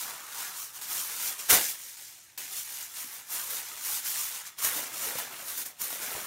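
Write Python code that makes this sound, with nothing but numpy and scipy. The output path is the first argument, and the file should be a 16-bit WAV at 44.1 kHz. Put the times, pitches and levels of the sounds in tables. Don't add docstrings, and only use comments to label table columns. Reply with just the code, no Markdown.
import sys
import numpy as np
from scipy import signal
from scipy.fft import rfft, irfft
from scipy.io import wavfile
from scipy.ndimage import uniform_filter1d

SR = 44100
rng = np.random.default_rng(int(sys.argv[2]) if len(sys.argv) > 2 else 0)


def inscribe(sig):
    pcm = np.round(np.clip(np.atleast_2d(sig).T, -1, 1) * 32767)
    wavfile.write(sys.argv[1], SR, pcm.astype(np.int16))


N = 276286


def gain_of(db):
    return 10 ** (np.asarray(db) / 20)


def evened(x):
    return x / np.sqrt(np.mean(x ** 2) + 1e-20)


def read(points, hz):
    point_hz, value = np.transpose(points)
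    return np.interp(np.log(hz + 1), np.log(point_hz + 1), value)


def coloured(x, points):
    gains = gain_of(read(points, np.fft.rfftfreq(len(x), 1 / SR)))
    return irfft(rfft(x) * gains, len(x))


def add(mix, s, sound):
    part = mix[round(s * SR):][:len(sound)]
    part += sound[:len(part)]


def ring(hz, cycles):
    turns = np.arange(round(3 * cycles * SR / hz)) * hz / SR
    swell = 1 - np.exp(-2 * turns)
    return np.sin(2 * np.pi * turns) * swell * np.exp(-2 * turns / cycles)


def resonate(x, hz, width_hz):
    turn = np.exp(2j * np.pi * np.cumsum(hz) / SR)
    r = np.exp(-np.pi * width_hz / SR)
    return 2 * (turn * signal.lfilter([1 - r], [1, -r], x / turn)).real


# frequency in Hz, gain in dB.
MURMUR = [(18, -38), (30, -13), (102, 6.5), (204, -3), (400, -5), (520, -31), (880, -120)]


def murmur(level_db=-71.5):
    return gain_of(level_db) * evened(coloured(rng.standard_normal(N), MURMUR))


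# frequency in Hz, time to die by 60 dB in seconds.
RING_ON = [(200, 0.22), (1200, 0.14), (4000, 0.08), (14000, 0.1)]


def shimmer(x, turns_per_s=2.5, count=12):
    hz, t, z = signal.stft(rng.standard_normal((count, SR // 3)), SR, nperseg=128)
    decay = gain_of(-60 * t / read(RING_ON, hz)[:, None])
    tails = signal.istft(z * decay, SR, nperseg=128)[1]
    place = np.arange(N) / SR * turns_per_s * count
    out = np.zeros(N)
    for k, tail in enumerate(tails):
        distance = abs((place - k + count / 2) % count - count / 2)
        window = np.cos(np.pi / 2 * np.minimum(distance, 1))
        out += signal.oaconvolve(x * window, tail / np.linalg.norm(tail))[:N]
    return out


# start in seconds, level in dB, length scale in seconds.
AIR_PUFFS = [(1.509, -38, 0.0035), (1.528, -27, 0.0066), (1.549, -41, 0.0062), (4.648, -61, 0.0055),
             (5.027, -46, 0.0059), (5.155, -31.5, 0.0019), (5.178, -52, 0.0065), (6.15, -44, 0.0065)]


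def puffs():
    out = np.zeros(N)
    for s, db, length_s in AIR_PUFFS:
        u = np.arange(0, 8, 3 / (length_s * SR))
        add(out, s, gain_of(db) * 3 * u * (1 - u / 2) * np.exp(-u))
    return out


# start in seconds, level in dB, pitch in Hz.
POPPING_DENTS = [(3.044, -38, 261), (4.649, -24, 694), (4.799, -45, 430), (5.071, -28, 834),
                 (5.155, -26.5, 530), (5.187, -23, 969), (5.199, -26, 714), (5.929, -28, 680),
                 (6.024, -32, 410), (6.112, -35, 534), (6.151, -23, 778), (6.166, -26.5, 443)]


def dents():
    out = np.zeros(N)
    for s, db, hz in POPPING_DENTS:
        add(out, s, gain_of(db) * ring(hz, cycles=2.4))
    return out


# start in seconds, level in dB before the common lift.
LONE_TICKS = [(0.9514, -18), (0.97, -27), (1.008, -25), (1.6194, -23), (3.3684, -23), (3.8112, -24),
              (3.923, -19), (4.068, -12), (4.189, -23), (4.6834, -22), (4.7744, -25), (5.0193, -14),
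              (5.8147, -23), (5.85, -17)]


def lone_ticks(lift_db=4):
    out = np.zeros(N)
    for (s, db), pitch in zip(LONE_TICKS, rng.random(len(LONE_TICKS))):
        add(out, s, gain_of(db + lift_db) * ring(5000 + 6000 * pitch, cycles=1.2))
    return out


# start in seconds, level in dB before the trims of avalanche and facet.
FOLDS = [(0.816, -28), (1.495, -17), (1.502, -2), (2.377, -15.5), (3.922, -17), (4.043, -24), (4.584, -19),
         (4.6252, -11.5), (4.646, -5.5), (5.1835, -12), (5.5752, -13.5), (5.66, -16), (5.7976, -25),
         (5.814, -11.5)]


def snaps(avalanche_db=-15, avalanche_s=0.011, facet_db=-17):
    out, t = np.zeros(N), np.arange(3000) / SR
    shape = (len(FOLDS), len(t))
    spray = rng.standard_normal(shape) * rng.uniform(0.36, 2.6, shape)
    spray = signal.lfilter([1, -.6], [1], spray)
    spray = spray * .5 * np.exp(-t / avalanche_s) * (1 - np.exp(-t / 0.0011))
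    for (s, db), pitch, ticks in zip(FOLDS, rng.random(len(FOLDS)), spray):
        add(out, s, gain_of(db + facet_db) * ring(900 + 1300 * pitch, cycles=3.1))
        add(out, s, gain_of(db + avalanche_db) * ticks)
    return out


# frequency in Hz, gain in dB.
FOIL_COLOUR = [(40, -14), (120, -15.5), (300, -4), (700, 0.3), (1200, -0.5), (2200, 4.5), (3200, -1.5),
               (4500, -0.5), (7000, 0.5), (8100, 3), (10000, 2), (13500, 0.4), (15500, 1)]


def buckles(lo_hz, hi_hz, per_s, cycles, spread_db, count=24):
    size = gain_of(spread_db * np.minimum(rng.exponential(1, N), 5))
    size = size * (rng.random(N) < per_s / SR) * rng.choice([-1., 1.], N)
    patch, out = rng.integers(0, count, N), np.zeros(N)
    for k, hz in enumerate(np.geomspace(lo_hz, hi_hz, count)):
        shape = ring(hz, cycles)
        weight = gain_of(read(FOIL_COLOUR, hz)) * np.sqrt(hz) / np.linalg.norm(shape)
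        out += weight * signal.oaconvolve(size * (patch == k), shape)[:N]
    return evened(out)


# time of full strength in seconds, creases in dB,
# rise in seconds, hold in seconds, fade in seconds, facets in dB against the creases.
# Rise and fade are the times to cross 20 dB; the levels are before the trims in rustle().
HAND_MOVES = [(0.0, -36, .05, 0.027, .12, -10.5), (0.078, -40.5, .08, 0.023, 0.29, -4),
              (0.407, -36, 0.24, .02, 0.25, -7.5), (0.578, -38.5, .1, 0.057, 0.12, -16),
              (0.761, -42, 0.066, 0.017, .12, -9), (0.816, -39, .01, .015, .13, -10),
              (0.92, -33.5, 0.094, 0.066, 0.31, -11), (1.102, -40.5, 0.13, 0.034, 0.091, -6),
              (1.245, -31.5, .18, 0.038, 0.13, -10.5), (1.394, -36, 0.03, .005, 0.1, -7),
              (1.463, -39.5, .06, .01, .05, -21), (1.501, -19, 0.017, 0.041, 0.08, -6.5),
              (1.604, -30.5, 0.13, 0.046, .1, -13), (1.691, -32, .06, 0.0094, 0.095, -13.5),
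              (1.797, -43.5, .1, 0.1, 0.24, -11.5), (1.998, -45, .08, 0.054, .4, -14),
              (2.377, -39.5, 0.0035, 0.027, 0.52, -9.5), (2.527, -37, .04, .01, .06, -13),
              (2.573, -35, .08, .01, 0.12, -16), (2.707, -40, .2, .13, 0.1, -10),
              (2.972, -39, 0.14, 0.041, 0.2, -9.5), (3.134, -43.5, 0.14, 0.024, 0.19, -7.5),
              (3.322, -35.5, 0.061, 0.026, 0.48, -8.5), (3.506, -36.5, .04, .08, 0.072, -10),
              (3.65, -42.5, .2, 0.18, .1, -8.5), (3.859, -33, 0.079, .11, 0.11, -11),
              (4.061, -33, 0.062, .17, 0.24, -11), (4.35, -38.5, .08, .02, 0.12, -8),
              (4.467, -41.5, 0.043, .008, 0.059, -7.5), (4.586, -40, .015, .03, .05, -7),
              (4.642, -27, 0.043, 0.0087, .13, -7.5), (4.756, -34, 0.13, .03, 0.21, -5.5),
              (4.944, -38.5, 0.048, .03, .1, -8), (5.027, -34, 0.1, 0.044, 0.18, -6.5),
              (5.19, -36, 0.12, .005, .17, -5), (5.33, -44.5, .1, 0.083, 0.091, -2.5),
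              (5.49, -38, 0.13, .02, .14, -8), (5.591, -37, .12, .03, 0.049, -11),
              (5.659, -40.5, 0.024, 0.0044, 0.089, -8.5), (5.812, -36, 0.033, 0.027, .15, -9),
              (5.91, -38.5, .1, .03, .2, -7.5), (6.019, -37.5, .04, .02, 0.14, -6.5),
              (6.11, -38.5, 0.22, 0.052, 0.44, -3.5)]
STILL_DB = -64
BEND = 1.087


def handling(t, lag=1, facets=False):
    power = gain_of(2 * STILL_DB) * np.ones(len(t))
    for s, creases_db, rise, hold, fade, facets_db in HAND_MOVES:
        before = (s - t) / rise
        after = (t - s - hold) / (fade * lag)
        away = np.maximum(np.maximum(before, after), 0)
        power = power + gain_of(2 * (creases_db + facets * facets_db - 20 * away ** BEND))
    return 10 * np.log10(power)


# lowest pitch in Hz, highest pitch in Hz, buckles a second, ring in cycles, size spread in dB.
BUCKLE_SIZES = [(2855, 9040, 12000, 3.2, 0.5), (8930, 16270, 14000, 4.6, 0.5), (836, 4140, 4000, 4.1, 2),
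                (126, 857, 900, 2.13, 2)]
# time in seconds,
# pinpricks in dB against the creases (before the gain from harder work), panels in dB against the facets,
# boom of the air gap in Hz, boom in dB against the facets.
SHEET_LIE = [(0, 2.5, -10, 1070, -3), (.35, 0.5, -14, 1230, -2.5), (.9, 2.5, -12, 1240, -4),
             (1.4, 0.5, -13.5, 1330, -15), (1.55, -1, -6.5, 1440, -9), (1.8, 1.5, -15.5, 1690, -37),
             (2.25, 0.5, -10, 1600, -32), (2.8, 2, -17.5, 1380, -23), (3.35, 4.5, -12, 1260, -9),
             (3.7, 1, -11.5, 1240, -9), (4.0, 1.5, -19.5, 1200, -11.5), (4.5, .5, -17.5, 1250, -15),
             (4.75, 2, -8, 1300, -8.5), (5.3, 2.5, -6, 1350, -10), (5.6, 4.5, -9, 1340, -11.5),
             (6.26, 3, -7, 1400, -10)]
FACETS_LAG = 1.206
FINER = 0.23


def rustle(clump_db=0.69):
    t = np.arange(N) / SR
    ms = np.arange(0, N / SR, 1 / 1000)
    effort_db = np.interp(t, ms, handling(ms))
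    facets_db = np.interp(t, ms, handling(ms, FACETS_LAG, facets=True))
    s, *lie = np.transpose(SHEET_LIE)
    pinpricks_db, panels_db, gap_hz, gap_db = (np.interp(t, s, column) for column in lie)
    creases, pinpricks, facets, panels = (buckles(*size) for size in BUCKLE_SIZES)

    boom = resonate(resonate(facets, gap_hz, width_hz=810), gap_hz, width_hz=970)
    dull = facets + gain_of(gap_db) * evened(boom) + gain_of(panels_db) * panels
    crackle = gain_of(-15.5) * buckles(3800, 12000, 250, 0.66, 2.3)
    finer_db = pinpricks_db + FINER * (effort_db + 39)
    bright = creases + crackle + gain_of(finer_db) * pinpricks

    clumps_db = clump_db * evened(uniform_filter1d(rng.standard_normal(N), 350))
    return gain_of(clumps_db) * (gain_of(effort_db - 4.5) * bright + gain_of(facets_db) * dull)


def expanded(x):
    level = np.sqrt(abs(uniform_filter1d(x ** 2, 600)) + 1e-14)
    return .93 * x * (abs(x) / level) ** .3


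def scene():
    foil = rustle() + snaps() + lone_ticks() + dents() + puffs()
    mono = expanded(foil + gain_of(-6.5) * shimmer(foil)) + murmur()
    return np.array([mono, mono])


# frequency in Hz, gain in dB.
MICROPHONE_COLOUR = [(20, -11), (45, -4), (4000, -1.83), (4700, -1), (5500, 1.2), (7500, 1.27),
                     (8100, -2.5), (8800, -0.9), (11000, -2), (13500, 2), (14900, -1), (15500, -1.5)]
EDGE_HZ = 15780


def record(dry):
    heard = np.array([coloured(channel, MICROPHONE_COLOUR) for channel in dry])
    low_pass = signal.firwin(801, EDGE_HZ, window=("kaiser", 9), fs=SR)
    return signal.oaconvolve(heard, low_pass[None], "same")


dry = scene()
out = record(dry)
inscribe(out)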